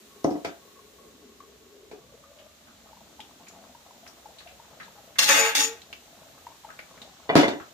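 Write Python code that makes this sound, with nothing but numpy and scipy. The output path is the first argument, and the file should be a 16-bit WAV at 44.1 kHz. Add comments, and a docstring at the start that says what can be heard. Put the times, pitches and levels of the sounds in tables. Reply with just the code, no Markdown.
"""A curry simmers in a steel pan: small bubbles ring at random and bigger ones burst with a short tone and a splash.
A glass lid muffles the small ones at first; as it is lifted, two ringing notes of the air under it climb, then fade.
Later the lid rattles on its rim against steel and stone: uneven contacts ring its higher modes and grind.
Something wooden is put down on the worktop at the start and at the end, making the worktop ring; small ticks sound too.
Shaped noise makes the gas flame's hiss and the room tone throughout; a small tiled kitchen adds echoes."""
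import sys
import numpy as np
from scipy import signal
from scipy.fft import rfft, irfft
from scipy.io import wavfile

SR = 44100
rng = np.random.default_rng(int(sys.argv[2]) if len(sys.argv) > 2 else 0)


def store_wav(level_fs):
    """Save 16-bit WAV to argv[1]."""
    pcm = np.round(np.clip(np.atleast_2d(level_fs), -1, 1) * 32767)
    wavfile.write(sys.argv[1], SR, pcm.T.astype(np.int16))


N = 340893
TIME = np.arange(N) / SR   # s

# Room tone, tilt of its noise: [f/Hz, relative level/dB]
ROOM_TONE_COLOUR = [(22, -22), (69, 14), (115, 1.5), (231, 11), (324, 4.5), (586, 5.5), (824, -17),
                    (1600, -30), (3000, -44)]
# Steady sounds, how alike left and right are: [f/Hz, likeness from 0 to 1]
STEREO_LIKENESS = [(60, 0.71), (240, 1), (950, 0.022), (15000, 0.037)]
# Gas flame over time: [t/s, hiss level/dB, fizz level/dB]
FLAME_LEVELS = [(0, -56.5, -60.5), (.9, -58, -63), (1.9, -59.5, -67), (3, -57, -64), (4.7, -56, -62),
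                (7.73, -55, -63)]
# Hiss of the flame: [f/Hz, relative level/dB]
HISS_COLOUR = [(820, -1.5), (1400, -1), (2390, -2.5), (3970, 0.5), (4860, -4), (7050, -1), (8300, -11),
               (10800, -81)]
# Finer, higher fizz of the flame: [f/Hz, relative level/dB]
FIZZ_COLOUR = [(4410, -43), (7500, -12.5), (9800, -13), (14200, -12.5), (15500, -6), (15900, -66)]
# Echoes of the tiled kitchen: [f/Hz, time to die by 60 dB t/s]
ECHO_TIMES = [(150, 0.23), (500, 0.32), (2000, 0.23), (6000, 0.16), (14000, 0.053)]
# Spatters and small ticks of steel: [t/s, relative level/dB, pitch f/Hz, snap against the swell level/dB]
TICKS_AND_SPATTERS = [(0.243, -46.5, 6060, 12.5), (0.304, -48.5, 5530, -2), (2.387, -52.5, 3060, -3),
                      (2.671, -49.5, 1410, -11), (3.203, -47.5, 3530, 12.5), (3.468, -49, 2350, -7),
                      (3.484, -53.5, 7040, 9), (4.064, -51, 2100, 8), (4.076, -51.5, 5770, 8),
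                      (4.384, -43.5, 4100, -31), (4.406, -51, 2010, 2), (4.471, -45.5, 2690, -21),
                      (4.799, -37.5, 1860, -21), (4.829, -47, 4030, -21), (5.156, -43, 2040, -9),
                      (5.8174, -51.5, 4030, 11), (5.928, -47, 2870, 19), (6.7018, -47, 1570, 7),
                      (6.79, -44, 2280, 10), (6.976, -60, 2110, 12), (7.0162, -43, 3930, 0),
                      (7.598, -37.5, 1310, -20)]
# Things put down on the worktop: [t/s, level/dB, extra on the low modes level/dB,
# tilt of the top modes in dB per octave, crack against the body level/dB]
LANDINGS = [(0.2423, -8, 5.5, -13, -34), (0.268, -44, 7, -6, -40), (0.3075, -17.5, 12.5, -13, -35),
            (0.351, -26.5, 4, -10, -48), (0.445, -19, 1.5, 0.5, -11), (1.911, -34, -10.5, -11, -11.5),
            (7.289, -13, -18, 2, -38), (7.296, -8, -31, -1.5, -49), (7.321, -24, 12, 1, -31),
            (7.352, 1, 8.5, -12, -17), (7.361, -16, -3, 7, -0.5), (7.374, -8.5, -11, -2, -12),
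            (7.39, -14, 6, 14, -9.5), (7.409, -12.5, -1, -4, -12.5), (7.429, -6.5, -26, 0, -23),
            (7.438, -10, -6, 3, -23), (7.478, -13, 11, 5.5, -15), (7.53, -23, 11.5, 0, -23)]
# Modes of the worktop: [f/Hz, relative level/dB, time to die by 60 dB, if not damped sooner t/s]
WORKTOP_MODES = [(140, -10, 0.09), (311, 1.5, 0.05), (350, 0, 0.054), (426, 4, 0.12), (502, -5.5, 0.13),
                 (527, 13, 0.019), (700, 9, 0.03), (870, 0, 0.042), (980, 10, 0.036), (1125, 1, 0.025),
                 (1560, -1, 0.033), (2010, 10.5, 0.096), (2320, 0, 0.14), (2900, -0.5, 0.065),
                 (3540, 0.5, 0.033), (4330, -12, 0.13)]
# Crack of a hard contact: [f/Hz, relative level/dB]
CRACK_COLOUR = [(710, -1), (1200, -3.5), (2320, -3), (2910, -9), (4200, -6.5), (7190, -17), (14200, -31),
                (15800, -34)]
# Lid rattling on its rim, two bouts: [t/s, relative contact level/dB, low-mid share against it level/dB]
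RIM_CONTACT = [(5.185, -25, -10), (5.191, -13, -12.5), (5.206, -26, 0), (5.24, -21.5, -9),
               (5.263, -27.5, -7), (5.294, -20, -1), (5.38, -23, 0), (5.49, -29.5, 2), (5.547, -44, 7),
               (5.551, -23, -6.5), (5.58, -23.5, -6.5), (5.609, -22.5, -8), (5.66, -31, -7.5),
               (5.72, -48, -1.5), (5.799, -61, 1)]
# Firm blows of the rim: [t/s, relative level/dB]
RIM_BLOWS = [(5.19, -15.5), (5.29, -14), (5.552, -18.5)]
# Higher modes of the lid: [f/Hz, width before narrowing f/Hz, relative level/dB,
# one or more moments when the touching point drives it best t/s]
LID_MODES = [(550, 40, -3, 5.3), (1100, 23, -11, (5.36, 5.46)), (1280, 36, -11, (5.3, 5.45, 5.61)),
             (1550, 30, -5, (5.22, 5.36)), (1720, 60, -5, 5.31), (1900, 30, -3, 5.69), (2120, 26, -2, 5.36),
             (2290, 60, -3, (5.3, 5.42, 5.56)), (2480, 23, -4, 5.43), (3110, 30, -8, (5.19, 5.72)),
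             (3460, 60, -6, 5.552), (4250, 44, 0, (5.2, 5.24)), (4480, 23, -7, 5.4), (5020, 59, -6, 5.38),
             (5270, 40, -7, 5.2), (5590, 18, -5, (5.63, 5.7)), (6060, 50, -1, 5.595), (6270, 46, -6, 5.2),
             (6590, 70, -6, 5.3), (6850, 40, -4, (5.4, 5.46, 5.635)), (8340, 60, -12, 5.34)]
# Left against right for the lid modes: [f/Hz, level/dB]
LID_BALANCE = [(60, 0.5), (240, -12), (950, 7.5), (3770, 6), (15000, 17)]
# Grinding of the rim on steel: [f/Hz, relative level/dB]
GRIND_COLOUR = [(290, -36), (500, -15), (707, -15), (841, 1), (958, -7), (2710, 2.5), (6830, 1.5),
                (10000, -8), (14500, -8)]
# Lowest lid modes singing: [peak t/s, lower mode level/dB, upper mode against it level/dB,
# rise from -20 dB t/s, fall to -20 dB t/s]
LID_SINGS = [(5.32, -42, 8, .08, .035), (5.435, -28.5, -3, .08, .09), (5.6, -44, 8, .04, .05),
             (5.68, -37.5, -14, .07, .105)]
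# Worktop rumbling around each bout: [peak t/s, level/dB, rise from -20 dB t/s, fall to -20 dB t/s]
WORKTOP_RUMBLES = [(5.3, -44, .13, .16), (5.61, -42, .075, .075)]
# Air under the lid: [shut f/Hz, open f/Hz, width f/Hz, level before the fade level/dB,
# bubbles per second, spread of their sizes level/dB]
LID_AIR = [(409, 600, 40, -60, 200., 3.2), (1105, 1195, 35, -70, 45., 3)]
# Bubbles that burst clearly: [t/s, relative level/dB, starting pitch f/Hz]
BURSTING_BUBBLES = [(0.79, -33, 1070), (1.403, -27, 1108), (1.829, -35.5, 390), (1.932, -26, 399),
                    (2.138, -36.5, 446), (2.238, -31, 1170), (2.314, -37, 560), (2.421, -32.5, 578),
                    (2.929, -31, 870), (2.969, -32, 940), (3.193, -26, 850), (3.749, -28.5, 924),
                    (3.907, -32.5, 965), (4.031, -35.5, 683), (4.256, -26, 840), (4.462, -30, 688),
                    (4.598, -29.5, 910), (4.813, -32.5, 1230), (4.88, -31.5, 927), (4.98, -34.5, 808),
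                    (6.467, -19.5, 928), (6.517, -35, 1030), (6.635, -37, 960), (6.646, -23.5, 870),
                    (6.689, -28, 1240), (6.791, -36, 582)]

LIFT_S, OPEN_S, CLEAR_S = 1.97, 2.35, 2.47   # the lid starts to tilt, the gap is wide, the lid leaves the pan
UNMUFFLED_S = 2.92   # the muffling, easing since the first tilt, has gone
SIMMER_DB, MUFFLED_DB = -60.5, -42   # small bubbles in the open pan, and their change under the shut lid
LID_AIR_FADE_DB_PER_S = 43   # once the lid is clear
LOWEST_LID_MODES_HZ = (456, 851)
RUMBLE_MODES_HZ = (160, 285)
WEAK_MODES, WEAK_T60_S = 190, .3   # number of weak lid modes, and their time to die by 60 dB
LANDING_RISE_S = 0.00385   # time for a landing to reach half strength
LOW_MODES_HZ, TOP_MODES_HZ = 450, 800   # low worktop modes end, top modes begin
FIRM_DB, FIRM_CYCLES = 27, .25   # firm contact against the scuffing, and its length in cycles of each mode
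LONGEST_RING_S = .045   # the hand and the weight of the thing damp every mode
ROCK_DB, ROCK_PER_S, ROCK_T60_S = -9, 250., .16   # the thing rocks and chatters as it settles
THUD_LAG_S = .0002   # the landings reach the right port first
TICK_RISE_S, TICK_T60_S, SNAP_T60_S = 0.0013, 0.2, 0.032   # swell and tail of a tick, and its first snap
ROOM_TONE_DB, CUTOFF_HZ = -60, 15800


def from_db(db):
    """Turns a level in dB into a gain."""
    return 10 ** (np.asarray(db) / 20)


def rms_one(x):
    """Scales a sound to an rms (a kind of average strength) of 1."""
    return x / np.sqrt(np.mean(x ** 2) + 1e-30)


def in_time(rows):
    """Joins the rows of a table by straight lines and reads them at every sample."""
    s, *columns = np.transpose(rows)
    return [np.interp(TIME, s, column) for column in columns]


def at_hz(points, hz):
    """Reads a frequency table on an axis where octaves are equally wide."""
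    table_hz, values = np.array(points).T
    return np.interp(np.log(hz + 1), np.log(table_hz), values)


def ramp(start, end):
    """Climbs evenly from 0 at start to 1 at end."""
    return np.clip((TIME - start) / (end - start), 0, 1)


def swells(rows):
    """Adds gains that rise to a flat top and fall away ever faster."""
    total = 0
    for s, db, rise, fall in rows:
        distance = np.clip(np.maximum((s - TIME) / rise, (TIME - s) / fall), 0, 9)
        total = total + from_db(db - 20 * distance ** 3)
    return total


def highpass(x, hz, order):
    """Takes away what lies below hz."""
    return signal.sosfilt(signal.butter(order, hz, "high", fs=SR, output="sos"), x)


def bandpass(x, low, high, order):
    """Keeps what lies between two frequencies."""
    return signal.sosfilt(signal.butter(order, [low, high], "band", fs=SR, output="sos"), x)


def colour(x, spectrum):
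    """Filters by a frequency table, with minimum phase so that nothing sounds early."""
    size = 4096
    cepstrum = irfft(np.log(from_db(at_hz(spectrum, np.fft.rfftfreq(size, 1 / SR)))))
    cepstrum[1:size // 2] *= 2
    cepstrum[size // 2 + 1:] = 0
    kernel = irfft(np.exp(rfft(cepstrum)))
    kernel = kernel / np.sqrt(np.sum(kernel ** 2))
    return signal.oaconvolve(np.atleast_2d(x), kernel[None], axes=1)[:, :N]


def drift(rate):
    """Wanders slowly by chance: noise through two one-pole low-passes at rate Hz, with spread 1."""
    step, settle = 40, 2000   # samples per slow point, and slow points thrown away
    r = np.exp(-2 * np.pi * step * rate / SR)
    slow = signal.lfilter([1], [1, -2 * r, r * r], rng.standard_normal(N // step + settle + 2))[settle:]
    return np.interp(np.arange(N) / step, np.arange(len(slow)), rms_one(slow))


def ring(clicks, hz, t60):
    """Lets each unit click start a sine of about height 1 that dies by 60 dB in t60 seconds."""
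    r, w = from_db(-60 / (t60 * SR)), 2 * np.pi * hz / SR
    return signal.lfilter([0, np.sin(w)], [1, -2 * r * np.cos(w), r * r], clicks + 1e-18)


def grains(per_s, spread_db):
    """Scatters random clicks of uneven size, with rms 1."""
    sizes = from_db(spread_db * np.minimum(rng.exponential(1, N), 4)) * rng.choice([-1, 1], N)
    return rms_one(sizes * (rng.random(N) < per_s / SR))


def panned(x, db):
    """Makes two channels, the left louder by db."""
    return x * from_db([[db / 2], [-db / 2]])


def steady(spectrum, flicker_db):
    """Builds stereo noise from half-octave bands, each with its own flicker and likeness; rms 1."""
    out, edges = 0, 20 * 2 ** np.arange(0, 10.1, .5)
    edges = edges[(edges > spectrum[0][0] / 1.5) & (edges < spectrum[-1][0] * 1.5)]
    white = rng.standard_normal((2, 2, N))
    for k, (low, high) in enumerate(zip(edges, edges[1:])):
        mid, side = bandpass(white[k % 2], low, high, 2)
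        alike = at_hz(STEREO_LIKENESS, np.sqrt(low * high))
        band = np.sqrt(1 + alike) * mid + np.sqrt(1 - alike) * side * [[1], [-1]]
        out = out + from_db(flicker_db * drift(2.0)) * band
    return rms_one(colour(out, spectrum))


def room_tone():
    """The quiet air of the room: low noise whose bands come and go."""
    return from_db(ROOM_TONE_DB) * steady(ROOM_TONE_COLOUR, flicker_db=3)


def gas_flame():
    """Rushing gas: an even hiss and a slightly flickering fizz, each following its own level."""
    hiss_db, fizz_db = in_time(FLAME_LEVELS)
    hiss = from_db(hiss_db) * steady(HISS_COLOUR, flicker_db=0)
    return hiss + from_db(fizz_db) * steady(FIZZ_COLOUR, flicker_db=1.0)


def kitchen(x):
    """Tiled walls: a dense tail of echoes, partly different in each channel, dying soonest in the top treble."""
    t, tail, edges = np.arange(int(.7 * SR)) / SR, 0, 60 * 2. 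** np.arange(9)
    white = rng.standard_normal((2, len(t)))
    white[1] = .5 * white[0] + 0.7 * white[1]
    for low, high in zip(edges, edges[1:]):
        fade = from_db(-60 * t / at_hz(ECHO_TIMES, np.sqrt(low * high)))
        tail = tail + bandpass(white, low, high, 2) * fade * (t > .004)
    return signal.oaconvolve(x, tail / np.sqrt(np.sum(tail ** 2) / 2), axes=1)[:, :N]


def ticks():
    """A short noise burst around one broad resonance; hard contacts start with a snap."""
    out, t = np.zeros((2, N)), np.arange(int(.3 * SR)) / SR
    swell = (1 - np.exp(-t / TICK_RISE_S)) * from_db(-60 * t / TICK_T60_S)
    for s, db, hz, snap_db in TICKS_AND_SPATTERS:
        snap = from_db(snap_db - 60 * t / SNAP_T60_S)
        burst = rng.standard_normal((2, len(t))) * (swell + snap)
        broad = bandpass(burst, hz * 0.49, hz * 1.61, 2)
        click = highpass(burst, 1500, 2) * from_db(-60 * t / 0.014)
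        both = from_db(-3.0) * broad + from_db(-12.0) * ring(burst, hz, 0.0042) + from_db(-10.0) * click
        out[:, int(s * SR):][:, :len(t)] += panned(from_db(db) * both, 1.6)[:, :N - int(s * SR)]
    return out


def landing_pushes(t, rise, rocking):
    """The forces of one landing on each mode: scuffing, chatter and one firm contact."""
    scuff = rng.standard_normal((len(WORKTOP_MODES), len(t))) * (from_db(-60 * t / 0.079) + rocking) * rise
    width_s = FIRM_CYCLES / np.array(WORKTOP_MODES)[:, :1]
    bump = np.exp(-((t - LANDING_RISE_S) / width_s) ** 2) / (width_s * SR)
    # the slope of the bump: a push one way and then back
    firm = np.gradient(bump, axis=1) * SR * width_s / (2 * np.pi * FIRM_CYCLES)
    return scuff + from_db(FIRM_DB) * firm


def thuds():
    """Uneven landings ring the worktop and chatter on; harder corners wake the upper modes and crack."""
    out, t = np.zeros((2, N)), np.arange(int(.4 * SR)) / SR
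    rise = (t / LANDING_RISE_S) ** 2 / (1 + (t / LANDING_RISE_S) ** 2)
    for s, db, weight_db, bright_db, crack_db in LANDINGS:
        chatter = (rng.random(len(t)) < ROCK_PER_S / SR) * np.sqrt(SR / ROCK_PER_S) * from_db(-60 * t / ROCK_T60_S)
        pushes = landing_pushes(t, rise, from_db(ROCK_DB) * chatter)
        spot = rng.normal(1, 0.015, len(WORKTOP_MODES))   # every spot of the worktop sounds a little different
        modes = []
        for push, shift, (hz, level_db, t60) in zip(pushes, spot, WORKTOP_MODES):
            octaves_up = max(np.log2(hz / TOP_MODES_HZ), 0)
            mode_db = level_db + weight_db * (hz < LOW_MODES_HZ) + bright_db * octaves_up
            modes.append(from_db(mode_db) * ring(push, hz * shift, min(t60, LONGEST_RING_S)))
        # each port hears its own mix of modes
        body = from_db(rng.normal(0, 1.5, (2, len(WORKTOP_MODES)))) @ np.array(modes)
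        crackle = rng.standard_normal((2, len(t))) * (1 + 0.14 * chatter) * (t > LANDING_RISE_S / 2)
        crack = colour(crackle * from_db(-60 * t / 0.11), CRACK_COLOUR)[:, :len(t)]
        both = from_db(db) * (body / np.max(np.abs(body)) + from_db(crack_db) * crack)
        out[:, int(s * SR):][:, :len(t)] += both[:, :N - int(s * SR)]
    out[0] = np.roll(out[0], int(THUD_LAG_S * SR))
    return highpass(out, 105, 3)   # too small to radiate deep bass


def rim_blows():
    """The strength of the firm blows: sudden contacts that die by 60 dB in 25 ms."""
    at, db = np.transpose(RIM_BLOWS)
    clicks = np.zeros(N)
    clicks[(at * SR).astype(int)] = from_db(db)
    return signal.lfilter([1], [1, -from_db(-60 / (.025 * SR))], clicks + 1e-18)


def lid_singing():
    """The two lowest modes sound clean, wavering a little, in a few swells at listed times."""
    out = np.zeros((2, N))
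    for k, hz in enumerate(LOWEST_LID_MODES_HZ):
        gain = swells([(s, db + k * upper_db, rise, fall) for s, db, upper_db, rise, fall in LID_SINGS])
        out += gain * np.sin(2 * np.pi * np.cumsum(hz + 3.67 * drift(10.7)) / SR)
    return out


def lid_ringing(high, low, blows):
    """Dense rim contacts and firm blows set the higher modes of the lid ringing."""
    out = np.zeros((2, N))
    for hz, width_hz, level_db, best_s in LID_MODES:
        t60 = np.log(1000) / (np.pi * width_hz * .7)   # narrowed to 0.7 of the width
        # the touching point wanders round the rim, so each mode comes and goes
        nearness = np.exp(-((TIME - np.reshape(best_s, (-1, 1))) / .03) ** 2).max(axis=0)
        favour_db = 12 * nearness + 2.5 * drift(9)
        rub = (low if hz < 2600 else high) * from_db(favour_db - 15.5)
        # long rings get weaker pushes, so that they do not pile up
        push = rub * grains(1400.0, 4.2) * np.sqrt(4 * np.log(1000) / (t60 * SR))
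        strike = from_db(-38.0) * blows * rng.standard_normal(N)
        tone = from_db(level_db) * ring(push + strike, hz, t60)
        # each mode reaches the two microphone ports with a lag of its own
        ports = np.array([tone, np.roll(tone, rng.integers(-14, 14))])
        out += panned(ports, at_hz(LID_BALANCE, hz))
    return out


def lid_grinding(grit, high, low):
    """Grinding rings many weak modes, thin lines with gaps, under a dry crackle of single contacts."""
    t = np.arange(SR // 4) / SR
    weak_hz = 15800 * rng.uniform(.03, 1, (WEAK_MODES, 1)) ** 1.3
    phase = 2 * np.pi * rng.random((2, WEAK_MODES, 1))
    weak_gain = from_db(rng.normal(0, 4, weak_hz.shape))
    thicket = np.sum(weak_gain * np.sin(2 * np.pi * weak_hz * t + phase), axis=1) * from_db(-60 * t / WEAK_T60_S)
    rung = rms_one(signal.oaconvolve(grit, thicket, axes=1)[:, :N]) * from_db(1.5 * drift(45.0))
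    rung = rung + from_db(-4) * colour([grains(700., 4.5), grains(700., 4.5)], GRIND_COLOUR)
    dull = signal.sosfilt(signal.butter(2, 2600, fs=SR, output="sos"), rung)
    return from_db(3.0) * (rms_one(rung - dull) * high + rms_one(dull) * low)


def worktop_rumble():
    """The worktop rumbles in swells at listed times: noise rings two deep modes."""
    rumble = sum(hz ** 2 * ring(rng.standard_normal(N), hz, .2) for hz in RUMBLE_MODES_HZ)
    return swells(WORKTOP_RUMBLES) * rms_one(rumble)


def lid():
    """Rim contacts and blows ring the higher modes and grind; lowest modes and rumble swell at listed times."""
    # silence just before the first contact and soon after the last
    rows = [(RIM_CONTACT[0][0] - .002, -90, 0)] + list(RIM_CONTACT) + [(RIM_CONTACT[-1][0] + .06, -90, 0)]
    contact_db, low_db = in_time(rows)
    high, low, blows = from_db(contact_db), from_db(contact_db + low_db), rim_blows()
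    grit = highpass(colour([grains(6000., 1.7), grains(6500.0, 3.7)], GRIND_COLOUR), 420, 4)
    touch = lid_singing() + lid_ringing(high, low, blows) + lid_grinding(grit, high, low)
    touch = touch + from_db(2.5) * grit * blows + worktop_rumble()
    return highpass(touch, 135, 4)   # too small to radiate deep bass


def air_under_lid():
    """Bubbles under the glass excite two air resonances, which climb as the lid opens and fade when it is clear."""
    out, gap = 0, np.sqrt(ramp(LIFT_S, OPEN_S))
    for shut_hz, open_hz, width_hz, db, per_s, spread_db in LID_AIR:
        turn = np.exp(2j * np.pi * np.cumsum(shut_hz + gap * (open_hz - shut_hz)) / SR)
        r = np.exp(-np.pi * width_hz / SR)
        # a resonance that follows the pitch: shift down, low-pass, shift back
        followed = turn * signal.lfilter([1], [1, -r], grains(per_s, spread_db) / turn)
        out = out + from_db(db) * rms_one(np.real(followed))
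    return out * from_db(-LID_AIR_FADE_DB_PER_S * np.maximum(TIME - CLEAR_S, 0))


def pops():
    """A bursting bubble swells fast and rings briefly, rising a little in pitch; the torn film splashes."""
    out, t = np.zeros(N), np.arange(int(.2 * SR)) / SR
    for s, db, hz in BURSTING_BUBBLES:
        shape = (1 - np.exp(-t / .005)) * from_db(-60 * t / (.012 + 14 / hz))
        splash = bandpass(rng.standard_normal(len(t)), hz * .7, hz * 1.7, 1)
        tone = np.sin(2 * np.pi * hz * (t + 2.0 * t ** 2))
        out[int(s * SR):][:len(t)] += from_db(db) * shape * (tone + 0.58 * splash)
    return out


def simmer():
    """Small thick bubbles at random, clumped, each ringing a few cycles."""
    born = grains(110. * from_db(4.5 * drift(7.)), 2.2)
    # each bubble is dealt one of 16 pitches
    pitches, dealt = np.geomspace(580, 1500, 16), rng.integers(0, 16, N)
    rings = sum(ring(born * (dealt == k), hz, 15.6 / hz) for k, hz in enumerate(pitches))
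    softened = rms_one(signal.lfilter([1], [1, -.9], rings))
    # muffled at first, growing steadily louder from the first tilt of the lid until shortly after it is off
    level_db = SIMMER_DB + MUFFLED_DB * (1 - ramp(LIFT_S, UNMUFFLED_S))
    return from_db(level_db) * softened


def scene():
    """Adds the flame and room tone, the hits, the bubbles and the kitchen's echoes of hits and bubbles."""
    background = gas_flame() + room_tone()
    knocks, rattle = thuds(), lid()
    pan = panned(air_under_lid() + pops() + simmer(), 3.3)
    small = pan + ticks()
    echoes = kitchen(from_db(-12) * rattle + from_db(-3) * knocks + from_db(-8) * small)
    return background + knocks + rattle + small + echoes


def record(dry):
    """The microphone loses the deepest bass; peaks are rounded and the top is cut."""
    rounded = np.tanh(highpass(dry, 40, 1))
    return signal.sosfilt(signal.cheby2(14, 80, CUTOFF_HZ * 1.03, fs=SR, output="sos"), rounded)


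dry = scene()
out = record(dry)
store_wav(out)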